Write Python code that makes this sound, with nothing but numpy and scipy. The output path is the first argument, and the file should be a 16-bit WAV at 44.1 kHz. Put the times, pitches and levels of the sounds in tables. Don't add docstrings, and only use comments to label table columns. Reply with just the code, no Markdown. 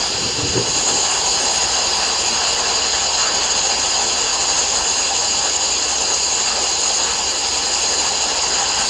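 import sys
import numpy as np
from scipy import signal
from scipy.fft import rfft, irfft, dct
from scipy.io import wavfile
from scipy.ndimage import uniform_filter1d

SR = 44100
rng = np.random.default_rng(int(sys.argv[2]) if len(sys.argv) > 2 else 0)


def inscribe(sig):
    pcm = np.round(np.clip(np.atleast_2d(sig).T, -1, 1) * 32767)
    wavfile.write(sys.argv[1], SR, pcm.astype(np.int16))


def boost_factor(decibels):
    exponent = np.asarray(decibels, float) / 20
    return 10 ** exponent


N = 392049
FRAME, HOP = 1024, 256
BIN_HZ = np.fft.rfftfreq(FRAME, 1 / SR)[:, None]
FRAME_S = np.arange(N // HOP + 6) * HOP / SR

# t/s, level/dB about usual
JET = [(0.0, -1.2), (0.29, -2.8), (0.97, 0.05), (1.37, 0.2), (3.47, 1.46), (3.87, 0.5), (4.01, 0.5),
       (4.39, -0.4), (4.53, 1.6), (4.81, -0.25), (5.99, -1.2), (6.13, -1.5), (6.57, 0.3), (6.75, -1.7),
       (7.07, 0.4), (7.29, -2.5), (7.85, -0.2), (8.89, 1.1)]
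# t/s, level/dB about usual
FEED = [(0.0, -3.5), (0.63, -2), (0.79, 2), (1.25, 0), (1.47, 0.5), (1.71, -1.8), (2.69, -1.3), (4.09, 0.5),
        (4.31, -1), (4.51, 1), (5.77, 0.3), (6.35, 1.5), (6.47, -0.7), (6.91, 1.3), (7.27, -1.5),
        (8.01, 0.6), (8.17, -0.8), (8.89, -0.3)]
# t/s, level/dB about usual
SPRAY = [(0.0, 0.5), (0.57, -3.5), (0.79, 1), (0.99, 0.2), (1.41, 3.5), (2.51, 1.5), (3.07, -3.5),
         (3.27, -2), (3.51, -3), (4.07, 0.5), (4.25, -1.5), (4.51, -0.4), (5.75, -2), (6.75, -0.1),
         (7.67, 0.5), (7.89, 1.9), (8.67, -2.7), (8.89, 4.5)]
# f/Hz, level/dB per Hz
ROAR_COLOUR = [(15, -46), (25, -16), (64, 15), (97, -16.5), (199, -8), (231, -4.5), (268, -9.5),
               (305, -7.5), (459, -5), (665, -7), (801, -2.5), (964, -5.5), (1230, -12.5), (1710, -13),
               (2100, -17), (2730, -44), (4620, -120)]
# f/Hz, width/Hz, lift/dB
BENCH_MODES = [(383, 74, 3), (460, 53, 3), (535, 41, 5.5), (725, 26, 4), (804, 29, 1.8), (895, 46, 4),
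               (973, 38, 5), (1075, 21, 3), (1150, 21, 3.5), (1215, 11, -3), (1331, 18, 4), (1690, 40, 6.5)]
# f/Hz, level/dB per Hz
HISS_COLOUR = [(2100, -16), (2450, -13.5), (2800, -4.5), (3150, -10), (3400, -8.5), (3660, -14.5),
               (3920, -7.5), (4180, -0.5), (4450, -8.5), (4720, 2), (5000, -1.5), (5300, -9.5),
               (5680, -9.5), (5950, -14.5)]
# f/Hz, level/dB per Hz
SIZZLE_COLOUR = [(6000, -13), (6250, -10), (6500, 0.5), (6750, 0), (7200, -2), (7550, -7), (7970, -16),
                 (8250, -26)]
# f/Hz, level/dB per Hz
FINE_COLOUR = [(8250, -28.5), (8600, -18), (9000, -23.5), (9600, -28.5), (9950, -34.5), (10050, -33),
               (10400, -39), (10650, -37), (11750, -47.5), (12000, -45), (12600, -46), (13050, -43),
               (13500, -56), (13900, -62)]
# t/s, length/s, scrape level/dB, boom level/dB re scrape
STROKES = [
    (0.0, 0.064, -31.5, -16),
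    (.13, .17, -27.5, -1.5),
    (0.384, 0.1, -27.5, 2),
    (0.55, 0.068, -19, -3),
    (.68, 0.14, -30, -1),
    (.86, .16, -28.5, -7),
]
# f/Hz, level/dB per Hz
DRAG_COLOUR = [(70, -6), (130, 4), (200, -1), (300, -0.5), (480, 3), (580, -16), (800, -18)]
# t/s, peak level/dB, f/Hz, t60/s, clack level/dB re boom
KNOCKS = [
    (0.143, -29, 112, 0.18, -15),
    (0.335, -28, 127, 0.1, -13),
    (0.378, -25, 120, 0.18, -6),
    (0.425, -21, 92.5, 0.18, -16),
    (0.446, -21.5, 131, 0.16, -7),
    (0.494, -24, 83, 0.26, -19),
    (0.551, -20, 111, 0.16, -9),
    (0.576, -18, 118, 0.16, -20),
    (0.689, -31, 159, 0.15, -9),
]
# f/Hz, level/dB
CLACK_MODES = [(230, -18), (290, 5.5), (370, 2), (480, 1), (690, -14)]
# f/Hz, level/dB rms
HUM_LINES = [(64.4, -46), (126.5, -52.5), (85.8, -55)]
# f/Hz, level/dB over the mean line level
LINE_STEP = [(6000, -15.5), (7500, -4), (8600, 3), (9500, 4.5), (10500, 7), (11700, 6.5), (12600, 5.5),
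             (13200, 11.5), (13600, 11)]


def evened(x):
    return x / np.sqrt(np.mean(x ** 2) + 1e-20)


def drift(low_hz, high_hz):
    rate_hz, turn = rng.uniform(low_hz, high_hz, 30), rng.random(30)
    phase = 2 * np.pi * (rate_hz[:, None] * FRAME_S + turn[:, None])
    return evened(np.sin(phase).sum(0))


def layer(usual_db, jet, feed, spray, wander_db):
    level_db = usual_db + wander_db * drift(1.257, 5.0)
    for share, control in ((jet, JET), (feed, FEED), (spray, SPRAY)):
        t_s, control_db = np.transpose(control)
        level_db = level_db + share * np.interp(FRAME_S, t_s, control_db)
    return level_db


def band(colour, low_hz, high_hz, level_db):
    f_hz, db = np.transpose(colour)
    inside = (BIN_HZ >= low_hz) & (BIN_HZ < high_hz)
    shape = boost_factor(np.interp(np.log(BIN_HZ + 1), np.log(f_hz + 1), db)) * inside
    return shape / np.sqrt(np.sum(shape ** 2) / len(BIN_HZ)) * boost_factor(level_db)


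def shaped(drive, magnitude, patchy_db):
    z = signal.stft(np.resize(drive, N + FRAME), nperseg=FRAME, noverlap=FRAME - HOP)[2]
    patches = rng.standard_normal(magnitude.shape)
    patches = uniform_filter1d(patches, size=8, axis=0)
    patches = evened(uniform_filter1d(patches, size=7, axis=1))
    gain = magnitude * boost_factor(patchy_db * patches)
    z = z * gain[:, :z.shape[1]]
    return signal.istft(z, nperseg=FRAME, noverlap=FRAME - HOP)[1][:N]


def roar(surge):
    flutter_db = 0.49 * surge + 0.5 * drift(5.0, 13.0)
    body_db = layer(-29, jet=1.3, feed=0.1, spray=0.2, wander_db=0.36) + flutter_db
    flank_db = layer(-32, jet=1.3, feed=-0.33, spray=0.05, wander_db=-1.2) + flutter_db
    wash_db = layer(-35, jet=0.25, feed=0.2, spray=0.27, wander_db=0.97)
    rumble_db = layer(-44, jet=1.2, feed=-0.2, spray=0.4, wander_db=1)
    magnitude = band(ROAR_COLOUR, 28, 75, rumble_db - 2)
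    magnitude = magnitude + band(ROAR_COLOUR, 75, 220, rumble_db)
    magnitude = magnitude + band(ROAR_COLOUR, 220, 600, wash_db)
    magnitude = magnitude + band(ROAR_COLOUR, 600, 1100, body_db)
    magnitude = magnitude + band(ROAR_COLOUR, 1100, 2100, flank_db)
    x = shaped(rng.standard_normal(N), magnitude, patchy_db=1.2)
    hz = np.fft.rfftfreq(N, 1 / SR)
    lift_db = -1.14 * (hz > 200) - 10.0 * (hz < 34)
    for f_hz, width_hz, mode_db in BENCH_MODES:
        lift_db = lift_db + mode_db / (1 + (2 * (hz - f_hz) / width_hz) ** 4)
    return irfft(rfft(x) * boost_factor(lift_db), N)


def hiss(surge):
    flutter_db = 0.46 * surge
    low_db = layer(-28, jet=0.68, feed=-0.22, spray=0.05, wander_db=-0.1) + flutter_db
    mid_db = layer(-28, jet=0.6, feed=0.14, spray=0.16, wander_db=0.32) + flutter_db
    high_db = layer(-24.5, jet=0.4, feed=-0.18, spray=0.18, wander_db=0.03) + flutter_db
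    magnitude = band(HISS_COLOUR, 2100, 3650, low_db)
    magnitude = magnitude + band(HISS_COLOUR, 3650, 4500, mid_db)
    magnitude = magnitude + band(HISS_COLOUR, 4500, 6000, high_db)
    return shaped(rng.standard_normal(N), magnitude, patchy_db=1.5)


def grit(surge):
    sputter = drift(11.0, 20.0)
    flutter_db = 0.59 * surge + 0.65 * sputter
    sizzle_db = layer(-22, jet=0.28, feed=1.12, spray=0.07, wander_db=0.23) + flutter_db
    fine_db = layer(-40.5, jet=-0.13, feed=0.77, spray=0.75, wander_db=0.5) + flutter_db
    fine_db = fine_db + 0.9 * drift(5.4, 14.0)
    finest_db = layer(-62.5, jet=0, feed=0, spray=0.5, wander_db=0.4) + flutter_db - 0.4 * sputter
    magnitude = band(SIZZLE_COLOUR, 6000, 8250, sizzle_db)
    magnitude = magnitude + band(FINE_COLOUR, 8250, 11500, fine_db)
    magnitude = magnitude + band(FINE_COLOUR, 11500, 13900, finest_db)
    impacts_per_s = 25000
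    size = boost_factor(1.1 * np.minimum(rng.exponential(1, N), 6))
    hits = rng.standard_normal(N) * size * (rng.random(N) < impacts_per_s / SR)
    return shaped(evened(hits), magnitude, patchy_db=1.47)


def steel_part_drag():
    edge_db = -7
    magnitude = 0
    for start_s, length_s, scrape_db, boom_db in STROKES:
        from_middle = abs(2 * (FRAME_S - start_s) / length_s - 1)
        drag_db = scrape_db - 5.0 + edge_db * from_middle
        magnitude = magnitude + band(DRAG_COLOUR, 70, 200, drag_db + boom_db - 3.5)
        magnitude = magnitude + band(DRAG_COLOUR, 200, 800, drag_db)
    return shaped(rng.standard_normal(N), magnitude, patchy_db=2.5)


def steel_part_knocks():
    out = np.zeros(N)
    t = np.arange(SR // 4) / SR
    clack = sum(boost_factor(db) * np.sin(2 * np.pi * hz * t) for hz, db in CLACK_MODES)
    attack = 1 - np.exp(-t / 0.004)
    for start_s, peak_db, boom_hz, t60_s, clack_db in KNOCKS:
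        envelope = boost_factor(peak_db + 2.5 - 60 * t / max(t60_s, 0.05)) * attack
        boom = np.sin(2 * np.pi * boom_hz * t)
        out[round(start_s * SR):][:len(t)] += envelope * (boom + boost_factor(clack_db) * clack)
    return out


def extractor():
    t, out = np.arange(N) / SR, np.zeros(N)
    for hz, rms_db in HUM_LINES:
        pitch_hz = hz + 0.38 * np.interp(t, FRAME_S, drift(0.19, 3.0))
        level = boost_factor(rms_db + 1.8 * np.interp(t, FRAME_S, drift(0.3, 6.0)))
        out += np.sqrt(2) * level * np.sin(2 * np.pi * np.cumsum(pitch_hz) / SR)
    return out


def workshop(x):
    t60_s, gap_s, taps_per_s = 0.082, 0.003, 2000
    t = np.arange(SR // 4) / SR
    sign = rng.choice([-1., 1.], len(t))
    taps = sign * (rng.random(len(t)) < taps_per_s / SR) * (t > gap_s)
    response = evened(taps * boost_factor(-60 * t / t60_s)) / np.sqrt(len(t))
    return signal.oaconvolve(x, response)[:N]


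def scene():
    surge = drift(4.0, 14.0)
    air = roar(surge) + hiss(surge)
    air = boost_factor(-0.39) * air + boost_factor(-13.5) * workshop(air)
    part = steel_part_drag() + steel_part_knocks()
    return (air + grit(surge) + part + extractor())[None]


def line_rounding(x):
    size = 1024
    settle_s, early_db, late_db = 1.2, 3.0, 10.5
    window = signal.windows.cosine(2 * size)
    padded = np.pad(x, (size, 2 * size))
    frames = np.lib.stride_tricks.sliding_window_view(padded, 2 * size)[::size]
    a, b, c, d = np.split(frames * window, 4, axis=1)
    lines = dct(np.hstack([-c[:, ::-1] - d, a - b[:, ::-1]]), type=4, norm="ortho")
    hz = (np.arange(size) + 0.5) * SR / (2 * size)
    t = np.arange(len(frames)) * size / SR

    mean_power = uniform_filter1d((lines ** 2).mean(0), size=24)
    power_now = abs(uniform_filter1d(lines ** 2, size=48, axis=1))
    wander_db = 1.4 * np.repeat(rng.standard_normal((len(t), size // 16)), 16, axis=1)
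    f_hz, db = np.transpose(LINE_STEP)
    step_db = np.interp(hz, f_hz, db, left=-60) + wander_db
    step = np.sqrt(mean_power ** 0.45 * power_now ** 0.55) * boost_factor(step_db) + 1e-12

    low_hz = 8000 + 25 * rng.standard_normal(len(t))
    high_hz = 8490 + 15 * rng.standard_normal(len(t))
    notch = (hz > low_hz[:, None]) & (hz < high_hz[:, None])
    notch_db = np.where(t < settle_s, early_db, late_db)
    step = step * boost_factor(notch * notch_db[:, None])
    lines = step * np.sign(lines) * np.floor(abs(lines) / step + 0.4)

    u, v = np.split(dct(lines, type=4, norm="ortho"), 2, axis=1)
    frames = np.hstack([v, -v[:, ::-1], -u[:, ::-1], -u]) * window
    return (frames[1:, :size] + frames[:-1, size:]).ravel()[:N]


def top_cut(x):
    return signal.sosfilt(signal.butter(12, 13910, fs=SR, output="sos"), x)


def record(dry):
    mix = line_rounding(dry[0])[None]
    return top_cut(mix)


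dry = scene()
out = record(dry)
inscribe(out)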